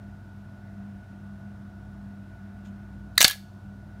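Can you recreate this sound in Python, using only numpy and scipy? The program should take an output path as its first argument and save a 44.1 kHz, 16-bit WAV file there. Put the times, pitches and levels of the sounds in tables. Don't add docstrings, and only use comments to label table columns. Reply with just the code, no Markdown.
import sys
import numpy as np
from scipy import signal
from scipy.io import wavfile
from scipy.ndimage import uniform_filter1d

SR = 44100
rng = np.random.default_rng(int(sys.argv[2]) if len(sys.argv) > 2 else 0)


def wav_out(sig):
    wavfile.write(sys.argv[1], SR, np.round(np.clip(np.atleast_2d(sig).T, -1, 1) * 32767).astype(np.int16))


def undo_db(level):
    steps = np.asarray(level, float) / 20
    return 10 ** steps


N = 176400


def rms_one(x):
    return x / np.sqrt(np.mean(x ** 2) + 1e-20)


def peak_one(x):
    return x / (np.abs(x).max() + 1e-20)


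def ring(x, hz, t60):
    r = undo_db(-60 / (t60 * SR))
    w = 2 * np.pi * hz / SR
    return signal.lfilter([0, np.sin(w)], [1, -2 * r * np.cos(w), r * r], x + 1e-18)


def narrow_noise(hz, width_hz):
    t60 = np.log(1000) / (np.pi * width_hz * 1.5)
    once = ring(rng.standard_normal(N + SR), hz, t60)
    return rms_one(ring(once, hz, t60)[SR:])


def band(x, low_hz, high_hz):
    return signal.sosfilt(signal.butter(2, [low_hz, high_hz], "band", fs=SR, output="sos"), x)


def high_pass(x, hz, order):
    return signal.sosfilt(signal.butter(order, hz, "high", fs=SR, output="sos"), x)


CLICKS_PER_S, UNEVEN_DB, RISE_S = 16000, 2, 0.0003


def rattle(t, rattle_s):
    happens = rng.random(len(t)) < CLICKS_PER_S / SR
    strength = undo_db(-UNEVEN_DB * np.log(rng.random(len(t)) + 1e-3))
    sign = np.sign(rng.random(len(t)) - 0.5)
    return happens * strength * sign * (1 - np.exp(-t / RISE_S)) * np.exp(-t / rattle_s)


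SMALL_PARTS_T60_S, SMALL_PARTS_TOP_HZ = 0.016, 10000


def small_parts(clicks, t):
    noise = 2 * rng.random(len(t)) - 1
    haze = band(noise, 1800, SMALL_PARTS_TOP_HZ) + 0.5 * noise
    return signal.fftconvolve(clicks, haze * undo_db(-60 * t / SMALL_PARTS_T60_S))[:len(t)]


# (frequency [Hz], level [dB], fade time t60 [s])
BODY_TONES = [(722, -21.5, .015), (1150, -30, 0.013), (1680, -15, .06), (2088, -16.5, .025),
              (2401, -28.5, 0.085), (2450, -25, 0.0067), (3217, -20.5, 0.038), (3600, -30, .025),
              (4365, -19.5, .025), (4714, -17, .025), (5320, -18, .04), (5680, -23.5, 0.043),
              (6520, -12.5, .025)]
MODE_SPREAD_DB = 2.5


def camera_body(clicks):
    out = 0
    for hz, db, t60 in BODY_TONES:
        out = out + undo_db(db + MODE_SPREAD_DB * rng.standard_normal()) * ring(clicks, hz, t60)
    return out


PART_CYCLES = 12
BODY_DB, SMALL_PARTS_DB, THIN_HZ = -12.5, -5, 1170


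def contact(db, rattle_s, ring_hz, bright_db):
    t = np.arange(SR // 8) / SR
    clicks = rattle(t, rattle_s)
    sound = peak_one(ring(clicks, ring_hz, PART_CYCLES / ring_hz))
    sound = sound + undo_db(BODY_DB) * peak_one(camera_body(clicks))
    sound = sound + undo_db(SMALL_PARTS_DB) * peak_one(small_parts(clicks, t))
    sound = sound + undo_db(bright_db + 2.5) * peak_one(band(clicks, 3400, 15600))
    return undo_db(db) * peak_one(high_pass(sound, THIN_HZ, 3))


# (time [s], peak level [dB], rattle length [s], ring of struck part [Hz], bright share [dB])
CONTACTS_OF_RELEASE = [(3.1534, -51, 0.0074, 4000, -4), (3.169, -48, 0.0026, 2880, -6),
                       (3.1770, -14, 0.00095, 3100, -7), (3.1788, 6.5, .0007, 4350, -3.5),
                       (3.1802, 0.5, 0.00031, 1980, -5.5), (3.1883, -18.5, 0.002, 6800, -6.5),
                       (3.2043, -2.5, 0.0024, 6000, -8.5), (3.2067, 5, 0.0018, 3860, -3),
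                       (3.2132, 5, .0018, 3900, -4.5), (3.2141, -8, .0006, 1710, -7),
                       (3.2191, 1, .0015, 5570, -33), (3.2265, 2, .0014, 8420, -20),
                       (3.2274, 1.5, .0009, 3000, 0), (3.2349, -11.5, 0.0022, 4473, -0.5),
                       (3.2427, 5, 0.00041, 7600, -3.5), (3.2445, 9.5, 0.0024, 4200, -12),
                       (3.2470, 4, 0.00098, 4700, -37), (3.2493, 4.5, 0.0018, 2574, -29),
                       (3.279, -0.5, 0.0017, 3800, 1.5), (3.2836, -14, .0015, 4460, -11),
                       (3.2974, -11.5, 0.0014, 3310, 4), (3.3094, -9.5, 0.0016, 4025, -2),
                       (3.3174, -15.5, 0.00035, 4060, -26), (3.329, -27, .004, 2310, -11)]


def camera_mechanism():
    out = np.zeros(N)
    for s, *settings in CONTACTS_OF_RELEASE:
        sound = contact(*settings)
        start = int(s * SR)
        out[start:start + len(sound)] += sound
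    return out


# (time [s], level [dB], frequency [Hz], fade time t60 [s])
TABLE_KNOCKS = [(3.2066, -11.5, 616.6, 0.013), (3.2065, -14, 1300, 0.0094), (3.2076, -8, 2290, 0.017),
                (3.2275, -16, 680, .02), (3.2462, -9, 540, .014), (3.2451, -10, 1400, 0.02),
                (3.2453, -13, 220, 0.025), (3.244, -25.5, 110, 0.053), (3.2490, -26.5, 62, 0.08),
                (3.2100, -20.5, 934, .08), (3.2500, -23.5, 762, 0.121), (3.2520, -27.5, 1150, .12),
                (3.301, -21, 1680, 0.098), (3.301, -27, 3180, 0.12), (3.3570, -36, 701, 0.01)]


def table_knocks():
    out = np.zeros(N)
    for s, db, hz, t60 in TABLE_KNOCKS:
        click = np.zeros(N)
        click[int(s * SR)] = undo_db(db)
        out += ring(click, hz, t60)
    return out


ROOM_DB, ROOM_RISE_S, ROOM_T60_S = -14, 0.0044, 0.17
LATE_DB, LATE_T60_S = -27, 0.49
ROOM_LOW_HZ, ROOM_HIGH_HZ = 500, 15000


def room(x):
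    t = np.arange(SR) / SR
    fade = undo_db(-60 * t / ROOM_T60_S) + undo_db(LATE_DB - 60 * t / LATE_T60_S)
    tail = band(rng.standard_normal(SR), ROOM_LOW_HZ, ROOM_HIGH_HZ)
    tail = tail * (1 - np.exp(-t / ROOM_RISE_S)) * fade
    return undo_db(ROOM_DB) * signal.fftconvolve(x, tail / np.sqrt(np.sum(tail ** 2)))[:N]


def steady_tone(hz):
    return np.sqrt(2) * np.sin(2 * np.pi * (hz * np.arange(N) / SR + rng.random()))


# (frequency [Hz], rms level [dB], width [Hz], share of noise [0-1])
HUM_TONES = [(59.2, -53.5, 4.1, 0.63), (98.1, -47.5, 10, 0), (199.2, -46, 8, 0.3), (117.5, -58, 9.1, 0.7),
             (140.5, -55, 24, .95)]


def mains_hum():
    out = np.zeros(N)
    for hz, db, width_hz, share in HUM_TONES:
        tone = np.sqrt(1 - share) * steady_tone(hz)
        waver = np.sqrt(share) * narrow_noise(hz, width_hz)
        out += undo_db(db) * (tone + waver)
    return out


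MOTOR_HZ = 48.76
MOTOR_MULTIPLES = [15, 17, 18, 20, 28, 29, 30, 31, 32, 34, 35]
MOTOR_LEVELS = [-72.5, -79, -75, -77, -77, -77.5, -63.5, -70, -88, -84.5, -82]


def motor_whine():
    return sum(undo_db(db) * steady_tone(k * MOTOR_HZ) for k, db in zip(MOTOR_MULTIPLES, MOTOR_LEVELS))


# (frequency [Hz], level per Hz [dB])
AIR_COLOUR = [(30, -26.5), (55, -2.5), (200, -11), (500, -33.5), (1200, -26), (2200, -35), (6000, -44.5),
              (15000, -53)]
AIR_DB = -52
PATCHY_DB, PATCHY_BELOW_HZ, PATCHES_PER_S = 1.5, 2000, 6


def ventilation_and_hiss():
    out = 0
    edges = 22 * 2 ** np.arange(0, 10, 0.5)
    white = rng.standard_normal((2, N + SR))
    hz, db = np.transpose(AIR_COLOUR)
    for k, (low, high) in enumerate(zip(edges, edges[1:])):
        level_db = np.interp(np.log(low * high) / 2, np.log(hz), db)
        slow = np.interp(np.arange(N) / SR * PATCHES_PER_S, np.arange(40), rng.standard_normal(40))
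        if low < PATCHY_BELOW_HZ:
            level_db = level_db + PATCHY_DB * slow
        out = out + undo_db(level_db) * band(white[k % 2], low, high)[SR:]
    return undo_db(AIR_DB) * rms_one(out)


# (frequency [Hz], width [Hz], rms level [dB])
DUCT_TONES = [(680, 100, -61.5), (1445, 110, -67.5), (290, 140, -57.5), (890, 51, -73.5)]


def air_duct():
    return sum(undo_db(db) * narrow_noise(hz, width_hz) for hz, width_hz, db in DUCT_TONES)


# (frequency [Hz], width [Hz], rms level [dB])
CLOTH_COLOUR = [(3200, 1600, -58.5), (6800, 1800, -63), (12500, 2500, -74)]
RUSTLE_S, RUSTLE_RISE_S, RUSTLE_T60_S = 2.643, 0.016, 0.16


def cloth_rustle():
    time = np.arange(N) / SR
    t = np.maximum(time - RUSTLE_S, 0)
    shape = (1 - np.exp(-t / RUSTLE_RISE_S)) * undo_db(-60 * t / RUSTLE_T60_S)
    shape *= np.interp(time, np.arange(800) / 200, undo_db(3.0 * rng.standard_normal(800)))
    return 2 * shape * sum(undo_db(db) * narrow_noise(hz, width_hz) for hz, width_hz, db in CLOTH_COLOUR)


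def scene():
    clack = camera_mechanism() + table_knocks()
    background = mains_hum() + motor_whine() + ventilation_and_hiss() + air_duct() + cloth_rustle()
    return (clack + room(clack) + background)[None, :]


# (frequency [Hz], width [Hz], depth [0-1])
WEAK_TONES = [(7660, 440, 0.4), (10430, 200, 0.8)]
MIC_LOW_HZ = 45


def microphone(x):
    x = high_pass(x, MIC_LOW_HZ, 4)
    for hz, width_hz, depth in WEAK_TONES:
        x = x - depth * signal.lfilter(*signal.iirpeak(hz, hz / width_hz, fs=SR), x)
    return x


DUCK_FROM_DB, DUCK_SHARE, RECOVER_DB_PER_S = -28, 0.26, 22


def automatic_gain(x):
    level_db = 10 * np.log10(uniform_filter1d(x[0] ** 2, size=441) + 1e-12)
    wanted_db = DUCK_SHARE * np.maximum(level_db - DUCK_FROM_DB, 0)
    ramp = RECOVER_DB_PER_S * np.arange(N) / SR
    duck_db = np.maximum.accumulate(wanted_db + ramp) - ramp
    return undo_db(-uniform_filter1d(duck_db, size=221))


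def roll_off(x):
    return signal.sosfilt(signal.butter(12, 16500, fs=SR, output="sos"), x)


RECORD_TOP, CUTOFF_HZ = 1.6, 16150


def record(dry):
    x = microphone(dry) * automatic_gain(dry)
    x = RECORD_TOP * np.tanh(x / RECORD_TOP)
    mix = signal.sosfilt(signal.cheby2(12, 60, CUTOFF_HZ + 500, fs=SR, output="sos"), x)
    return roll_off(mix)


dry = scene()
out = record(dry)
wav_out(out)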